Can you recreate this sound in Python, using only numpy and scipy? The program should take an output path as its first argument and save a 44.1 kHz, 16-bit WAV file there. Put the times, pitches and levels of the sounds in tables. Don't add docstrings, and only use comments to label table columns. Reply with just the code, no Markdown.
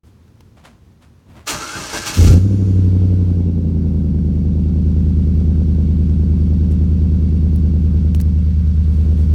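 import sys
import numpy as np
from scipy import signal
from scipy.fft import rfft, irfft
from scipy.io import wavfile
from scipy.ndimage import uniform_filter1d, minimum_filter1d

SR = 44100
rng = np.random.default_rng(int(sys.argv[2]) if len(sys.argv) > 2 else 0)


def transcribe(u):
    v = np.clip(np.atleast_2d(u).T, -1, 1)
    q = np.round(v * 32767).astype(np.int16)
    wavfile.write(sys.argv[1], SR, q)


N = 411894
T = np.arange(N) / SR
HZ = np.fft.rfftfreq(N, 1 / SR)


def amp(db):
    return 10 ** (np.asarray(db) / 20)


def unit(x):
    return x / np.sqrt(np.mean(abs(x) ** 2) + 1e-20)


def power_sum(*gains):
    return np.sqrt(sum(gain ** 2 for gain in gains))


def curve(rows, column=1):
    rows = np.asarray(rows, float)
    return np.interp(T, rows[:, 0], rows[:, column])


def envelope(start, end, rise, fall):
    return np.exp(-(np.minimum(T - start, 0) / rise) ** 2 - np.maximum(T - end, 0) / fall)


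def response(points):
    hz, db = np.transpose(points)
    return amp(np.interp(np.log(HZ + 1), np.log(hz), db))


def colour(x, gain):
    return unit(irfft(rfft(x) * gain, N))


def noise():
    return rng.standard_normal(N)


def drift(rate_hz):
    knots = rng.standard_normal(4000)
    return unit(np.interp(T * rate_hz, np.arange(len(knots)), knots))


def grit(per_s, spread_db):
    impacts = (rng.random(N) < per_s / SR) * noise()
    return unit(impacts * amp(spread_db * np.minimum(rng.exponential(1, N), 4)))


def reflections(x, wet=0.6, decay_s=0.019, count=60):
    delay_s = rng.uniform(.001, .05, count)
    taps = np.zeros(SR // 10)
    taps[(delay_s * SR).astype(int)] = rng.choice([-1, 1], count) * np.exp(-delay_s / decay_s)
    return unit(x + wet * signal.oaconvolve(x, taps / np.linalg.norm(taps))[:N])


# frequency in Hz, relative level in dB.
TRAFFIC_SPECTRUM = [(15, -51.5), (25, -27), (71, -2.5), (90, -2.5), (140, -8.5), (204, -12.5), (241, -9.5),
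                    (269, -19), (308, -17), (679, -31.5), (1020, -32), (2140, -39.5), (6190, -44.5),
                    (7700, -48.5), (17000, -54.5)]

def traffic(level_db=-46.5):
    return colour(noise(), response(TRAFFIC_SPECTRUM)) * amp(level_db + .8 * drift(15))


# time in seconds, level in dB, rise and fall in seconds, tilt in dB per octave.
SCUFF_EVENTS = [(.07, -64, 0.022, 0.035, 6), (.58, -52.5, 0.013, 0.049, -1),
                (0.656, -42.5, 0.014, 0.036, -1), (1.03, -52.5, .015, 0.038, 0),
                (1.31, -53.5, 0.037, 0.032, -2.5), (1.38, -48, 0.034, 0.066, -1.5),
                (6.72, -49, 0.0091, 0.012, 5), (8.98, -57, 0.11, 0.13, 3), (9.199, -55, 0.025, 0.077, 4)]
# frequency in Hz, relative level in dB.
SCUFF_SPECTRUM = [(250, -25), (600, 2), (1800, -5), (3000, -8), (5000, -14), (9000, -18), (16000, -32)]

def scuffs():
    grains, spectrum = grit(6000, 1.6), response(SCUFF_SPECTRUM)
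    octaves = np.log2(HZ / 1000 + .1)
    return sum(amp(db) * envelope(s, s, rise, fall) * colour(grains, spectrum * amp(tilt_db * octaves))
               for s, db, rise, fall, tilt_db in SCUFF_EVENTS)


# start in seconds, peak in dB, centre in Hz, decay in seconds.
TICK_EVENTS = [(.279, -51, 500, 0.0034), (0.406, -34.5, 277, 0.0026), (0.408, -43, 700, 0.003),
               (7.561, -31, 9000, 0.0011), (8.148, -20.5, 1050, 0.0011), (8.1468, -35, 8000, 0.00083),
               (8.152, -30, 9000, .0006), (8.161, -35, 7000, .003), (8.201, -28, 3480, 0.002),
               (8.202, -23.5, 700, .002), (8.205, -32, 7000, 0.0022), (8.213, -23, 11000, 0.00054),
               (8.217, -25, 10000, .0005)]

def ticks(size=2048):
    out, t, hz = np.zeros(N), np.arange(size) / SR, np.fft.rfftfreq(size, 1 / SR)
    for s, db, centre_hz, decay in TICK_EVENTS:
        band = 1j * hz * centre_hz / (centre_hz + 1j * hz) ** 2
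        tick = irfft(rfft(rng.standard_normal(size) * np.exp(-t / decay)) * band)
        out[round(s * SR):][:size] += amp(db) * tick / abs(tick).max()
    return out


# start and hold in seconds, grind, clatter and rasp in dB.
PINION_SLAMS = [(1.485, 0.032, -27.5, -22.5, -36), (1.942, 0.032, -27.5, -27.5, -49),
                (2.07, 0.02, -33.5, -25, -40)]
# start in seconds, level of the pumped air in dB.
PISTON_STROKES = [(1.545, -31), (1.77, -31), (1.951, -33), (2.1, -33.5)]

def cranking_gains(motor, overrun):
    strokes = sum(amp(db) * envelope(s, s + 0.016, 0.024, 0.063) for s, db in PISTON_STROKES)
    slam_grind, slam_clatter, slam_rasp = sum(
        np.outer(amp(levels_db), envelope(s, s + hold, 0.013, 0.026))
        for s, hold, *levels_db in PINION_SLAMS)
    grind = power_sum(amp(-35.5) * motor, slam_grind, amp(-2.5) * strokes)
    clatter = power_sum(amp(-32.5) * motor, slam_clatter, amp(-30.5) * overrun)
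    rasp = power_sum(slam_rasp, amp(-40.5) * overrun)
    rumble = amp(-40) * envelope(1.3, 1.41, 0.017, 0.022)
    return grind, clatter, rasp, strokes + rumble


# time in seconds, tooth rate in Hz, whine in dB.
TOOTH_MESH = [(1.47, 1195, -34), (1.55, 1214, -35), (1.59, 1290, -52), (1.63, 1362, -31), (1.7, 1370, -33),
              (1.755, 1580, -30), (1.79, 1330, -52), (1.84, 1184, -32), (1.89, 1300, -55),
              (1.97, 1683, -38), (2.09, 1557, -43.5), (2.2, 1300, -48), (2.3, 1373, -38)]
# frequency and bandwidth in Hz, gain in dB.
HOUSING_MODES = [(680, 20, -4.5), (842, 12, 5), (889, 19, -3), (1070, 18, -2), (1226, 19, 4),
                 (1305, 18, 4.5), (1367, 10, 5.5), (1480, 14, 3), (1570, 23, 7), (1692, 9.3, 5),
                 (2570, 14, -8), (2696, 14, -3), (3320, 10, -5), (4680, 12, -5), (6010, 19, 2),
                 (12523, 14, -9)]
# frequency in Hz, relative level in dB.
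GRIND_SPECTRUM = [(150, -34), (260, 0.5), (450, -1), (700, -6), (1000, -2), (1400, -4.5), (1750, -15.5),
                  (2100, -5), (3500, -43)]
CLATTER_SPECTRUM = [(1100, -32), (1800, -12.5), (2300, -2.5), (2700, 0.5), (3700, -4), (4400, 0.5),
                    (4900, -2.5), (5400, 0.5), (7100, -2.5), (7700, -5), (9500, -9.5), (10500, -20),
                    (12700, -18), (17000, -38)]

def starter(on_s=1.478, overrun_s=2.14, off_s=2.315, rise_s=0.0075, fall_s=0.037):
    motor = envelope(on_s, off_s, rise_s, fall_s)
    overrun = envelope(overrun_s, off_s, rise_s, fall_s)
    grind_gain, clatter_gain, rasp_gain, air_gain = cranking_gains(motor, overrun)
    mesh_phase = 2 * np.pi * np.cumsum(curve(TOOTH_MESH) * (1 + .016 * drift(250))) / SR
    tone = (np.sin(mesh_phase) + .1 * np.sin(2 * mesh_phase)) * unit(1 + .5 * drift(160))
    impacts = unit(grit(5000, 0.62) * (1 + 0.14 * np.cos(mesh_phase)))
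    housing = sum(amp(db) / (1 + 2j * (HZ - hz) / width) for hz, width, db in HOUSING_MODES)
    whine = irfft(rfft(tone) * housing, N) + 0.54 * reflections(tone, wet=.5)
    ringing = colour(impacts, housing)
    grind = colour(reflections(grit(4000, 2.2)), response(GRIND_SPECTRUM))
    clatter = colour(reflections(impacts), response(CLATTER_SPECTRUM))
    rasp = colour(grit(6000, 2), response([(5000, -32), (9000, -1), (13000, 2.5), (17000, -9)]))
    air = colour(noise(), response([(25, -22), (55, 2), (100, 1), (200, -2.5), (330, -10), (700, -48)]))
    return (whine * motor * amp(curve(TOOTH_MESH, 2)) + (ringing + grind) * amp(-1) * grind_gain
            + clatter * clatter_gain + rasp * rasp_gain + air * air_gain)


# resonance and bandwidth in Hz, lift in dB.
PANEL_MODES = [(2220, 110, 2.5), (2770, 200, 3), (4570, 140, 4.5), (5570, 200, 2.5), (8600, 300, 2)]
# frequency in Hz, relative level in dB.
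BAY_SPECTRUM = [(530, -25.5), (900, -2.5), (1510, -1.5), (1680, -7.5), (2180, -7.5), (2350, -6.5),
                (2790, -7.5), (4620, -8.5), (4970, -11.5), (5760, -10.5), (7190, -18), (8640, -17),
                (10500, -25), (12700, -23.5), (17000, -30.5)]
INTAKE_SPECTRUM = [(3000, -21.5), (5500, -1), (7000, 1.5), (7800, -12.5), (9700, -6), (10500, -21.5),
                   (12700, -19), (16000, -23.5)]

def engine_bay(firings, below_load_db=40.5, open_s=2.42, close_s=2.8, fade_db_per_s=19.5):
    valves = unit(grit(3000, 2.7) * firing_gate(firings, .2))
    panels = amp(sum(db / (1 + (2 * (HZ - hz) / width) ** 2) for hz, width, db in PANEL_MODES))
    hiss = colour(reflections(noise() + 0.31 * valves, wet=0.39), response(BAY_SPECTRUM) * panels)
    intake = colour(reflections(noise()), response(INTAKE_SPECTRUM) * panels)
    throttle = envelope(open_s, close_s, .05, .07) * amp(-52 - fade_db_per_s * (T - open_s))
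    hiss_gain = power_sum(amp(curve(ENGINE_LOAD) - below_load_db), amp(1) * throttle)
    return hiss * hiss_gain + intake * throttle


# lag and push in dB at
# slow idle, the same at fast idle, lag of the pulse's sharp edge, level of that edge in dB.
CYLINDER_PULSES = [(-0.032, -1.2, -.19, 3.5, -.2, -8), (-.07, 4, -0.303, -2, -.2, 1),
                   (-0.0158, 3.5, -0.116, 1.2, -.03, -2), (0.011, 3.5, -.22, 1, -.2, 1.5),
                   (.04, -9.5, -0.213, 2, -.17, 1), (-0.296, -7.5, -0.146, -0.05, .45, -3.5),
                   (-0.0718, 3.5, -.24, 4, -.1, -2.5), (-0.057, 2.43, -0.352, -4.5, -.17, -1.5)]

def firing_gate(firings, decay):
    edge_db = np.array(CYLINDER_PULSES)[:, -1]
    cylinder = np.floor(firings).astype(int) % len(CYLINDER_PULSES)
    return amp(edge_db[cylinder]) * np.exp(-(firings % 1) / decay)


def harmonic(order, lag, push_db):
    return np.sum(amp(push_db) * np.exp(-2j * np.pi * order * (np.arange(len(lag)) + lag) / len(lag)))


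# time in seconds, level of the exhaust's boom in dB.
ENGINE_LOAD = [(2.47, -15), (2.85, -11), (3.25, -13), (3.55, -17), (4.3, -16.5), (5.05, -13.5), (8.6, -13),
               (9.2, -11.5)]
# start, hold and fall in seconds, boom, burble and bark in dB.
CATCH_SURGES = [(2.216, 0.036, .02, -5.5, -18.5, -27), (2.311, 0.024, 0.082, -4.5, -12.5, -22)]
# time in seconds, tilt in dB per octave, burble gain in dB.
BUMPER_SHADOW = [(7.4, 0, -0.5), (8, -1, -1), (8.3, -3.5, -2), (8.55, -8.5, -3), (8.8, -8.5, -3.5),
                 (9.05, 2, -4), (9.3, -0.5, -2.5)]
CATCH_S = 2.195

def exhaust_gains(mellow_db_per_s=0.2751):
    fast, mellow_db = fastness(), -mellow_db_per_s * (T - CATCH_S)
    burble_db = -17.5 + mellow_db - 2.5 * fast + curve(BUMPER_SHADOW, 2)
    bark_db = -41 + mellow_db + 1.5 * fast + 0.55 * curve(BUMPER_SHADOW)
    running = amp([curve(ENGINE_LOAD), burble_db, bark_db])
    damping = np.c_[[1, 1.8, 2.5]]
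    surges = [amp(np.c_[levels_db]) * envelope(s, s + hold, 0.029, fall / damping)
              for s, hold, fall, *levels_db in CATCH_SURGES]
    return power_sum(running, *surges)


def roughness(settle_s=.11):
    return 0.045 + .4 * np.exp(-np.maximum(T - CATCH_SURGES[-1][0], 0) / settle_s)


# frequency in Hz, relative level in dB.
PUFF_SPECTRUM = [(20, -27.5), (45, -16.5), (80, -5.5), (160, -7), (260, 5), (380, -4.5), (520, -18),
                 (800, -54)]
BARK_SPECTRUM = [(250, -40), (350, -4.5), (410, 2), (510, -2), (620, -11), (800, -13), (1100, -24),
                 (1600, -37), (3000, -63.5)]

def exhaust_gas(firings, burble_gain, bark_gain, fast_lead=.2):
    firings = firings + fast_lead * fastness()
    gate = firing_gate(firings + .25, .35)
    puff_gain = roughness() * burble_gain * amp(curve(BUMPER_SHADOW) - 1)
    puffs = colour(noise() * (gate + 0.13), response(PUFF_SPECTRUM)) * puff_gain
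    lag = np.array(CYLINDER_PULSES)[:, -2]
    opening = firings - np.interp(firings, np.arange(len(lag)), lag, period=len(lag)) + .014 * drift(78)
    impulses = np.diff(np.floor(opening), prepend=0) * firing_gate(opening, 1) * (1 + 0.064 * noise())
    edges = colour(impulses, response(BARK_SPECTRUM) / (1 + (HZ / 700) ** 4))
    turbulence = colour(noise() * (gate + 0.21), response(BARK_SPECTRUM))
    bark = unit(turbulence + 1.31 * edges) * bark_gain
    gust = colour(noise(), 1 / (1 + (HZ / 40) ** 4)) * amp(-20) * np.exp(-((T - 2.31) / 0.07) ** 2)
    return puffs + bark + gust


PIPE_MODES = [(66, 31), (70, 46), (169, 103)]
# multiple of the cycle rate, relative dB at fast idle and at slow idle.
ENGINE_ORDERS = [(5, -14, -12), (6, -40, -39), (7, -20, -20), (8, 0, 0), (9, -36, -14), (10, -29, -21),
                 (11, -25, -22), (12, -38, -24), (13, -22, -17), (14, -20, -42), (15, -18, -26),
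                 (16, -12, -11), (17, -36, -24), (18, -28, -12), (19, -40, -16), (20, -34, -19),
                 (21, -21, -14), (22, -29, -35), (23, -21, -27), (24, -28, -21), (25, -34, -31),
                 (26, -22, -23), (27, -34, -23), (28, -37, -29), (29, -38, -30), (30, -36, -27),
                 (31, -30, -31), (32, -34, -45), (33, -39, -41), (34, -31, -45), (35, -46, -28),
                 (36, -50, -32), (37, -43, -37), (38, -40, -30), (39, -37, -37)]

def exhaust_tone(firings, boom_gain, burble_gain, idle_hz=76.64, burble_hz=120, shadow_hz=170):
    lag, push_db, fast_lag, fast_push_db, _, _ = np.transpose(CYLINDER_PULSES)
    fast, rough, tilt_db = fastness(), roughness(), curve(BUMPER_SHADOW)
    cycles = (firings + 0.25 * rough * drift(60)) / len(lag)
    bands, power = np.zeros((2, 2, N))
    for order, fast_db, slow_db in ENGINE_ORDERS:
        hz = order * idle_hz / len(lag)
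        slow_push, fast_push = harmonic(order, lag, push_db), harmonic(order, fast_lag, fast_push_db)
        pipe = np.prod([1j * hz / (f ** 2 - hz ** 2 + 1j * hz * width) for f, width in PIPE_MODES])
        phase = np.angle(slow_push * pipe) + fast * np.angle(fast_push / slow_push)
        gain = amp(slow_db + fast * (fast_db - slow_db) + tilt_db * max(np.log2(hz / shadow_hz), 0))
        if hz < 55:
            gain = gain * amp((6 - T) * (1 - fast))
        band = int(hz > burble_hz)
        bands[band] += gain * np.cos(2 * np.pi * order * cycles + phase)
        power[band] += gain ** 2 / 2
    boom, burble = bands / np.sqrt(power)
    return (boom * boom_gain * (1 + 1.1 * rough * drift(50))
            + burble * burble_gain * (1 + 1.1 * rough * drift(70)))


# time in seconds, firing rate in Hz.
FIRING_RATE = [(2.15, 82.5), (2.35, 86.43), (2.48, 100.8), (2.83, 92.14), (3.09, 92.71), (3.76, 82.31),
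               (4.15, 77.75), (4.5, 78.37), (6.05, 77.76), (7.11, 78.04), (7.81, 77.28), (9.34, 76.58)]

def fastness():
    return np.clip((curve(FIRING_RATE) - 79) / 11, 0, 1)


def engine(start_phase=.417):
    running = T > FIRING_RATE[0][0]
    firings = np.cumsum(curve(FIRING_RATE) * running) / SR + start_phase
    caught = envelope(CATCH_S, T[-1], 0.023, 1)
    boom, burble, bark = exhaust_gains()
    exhaust = exhaust_tone(firings, boom, burble) + exhaust_gas(firings, burble, bark)
    return caught * (exhaust + engine_bay(firings))


def scene():
    return (engine() + starter() + traffic() + scuffs() + ticks())[None]


def record(dry, ceiling=.99, window=300, cutoff_hz=17300):
    opened = dry * np.clip((T - .033) / .003, .02, 1)
    safe_gain = ceiling / np.maximum(abs(opened), ceiling)
    limited = opened * uniform_filter1d(minimum_filter1d(safe_gain, window), window)
    low_pass = signal.firwin(511, cutoff_hz, window=("kaiser", 9), fs=SR)
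    return signal.oaconvolve(limited, low_pass[None], "same")


dry = scene()
out = record(dry)
transcribe(out)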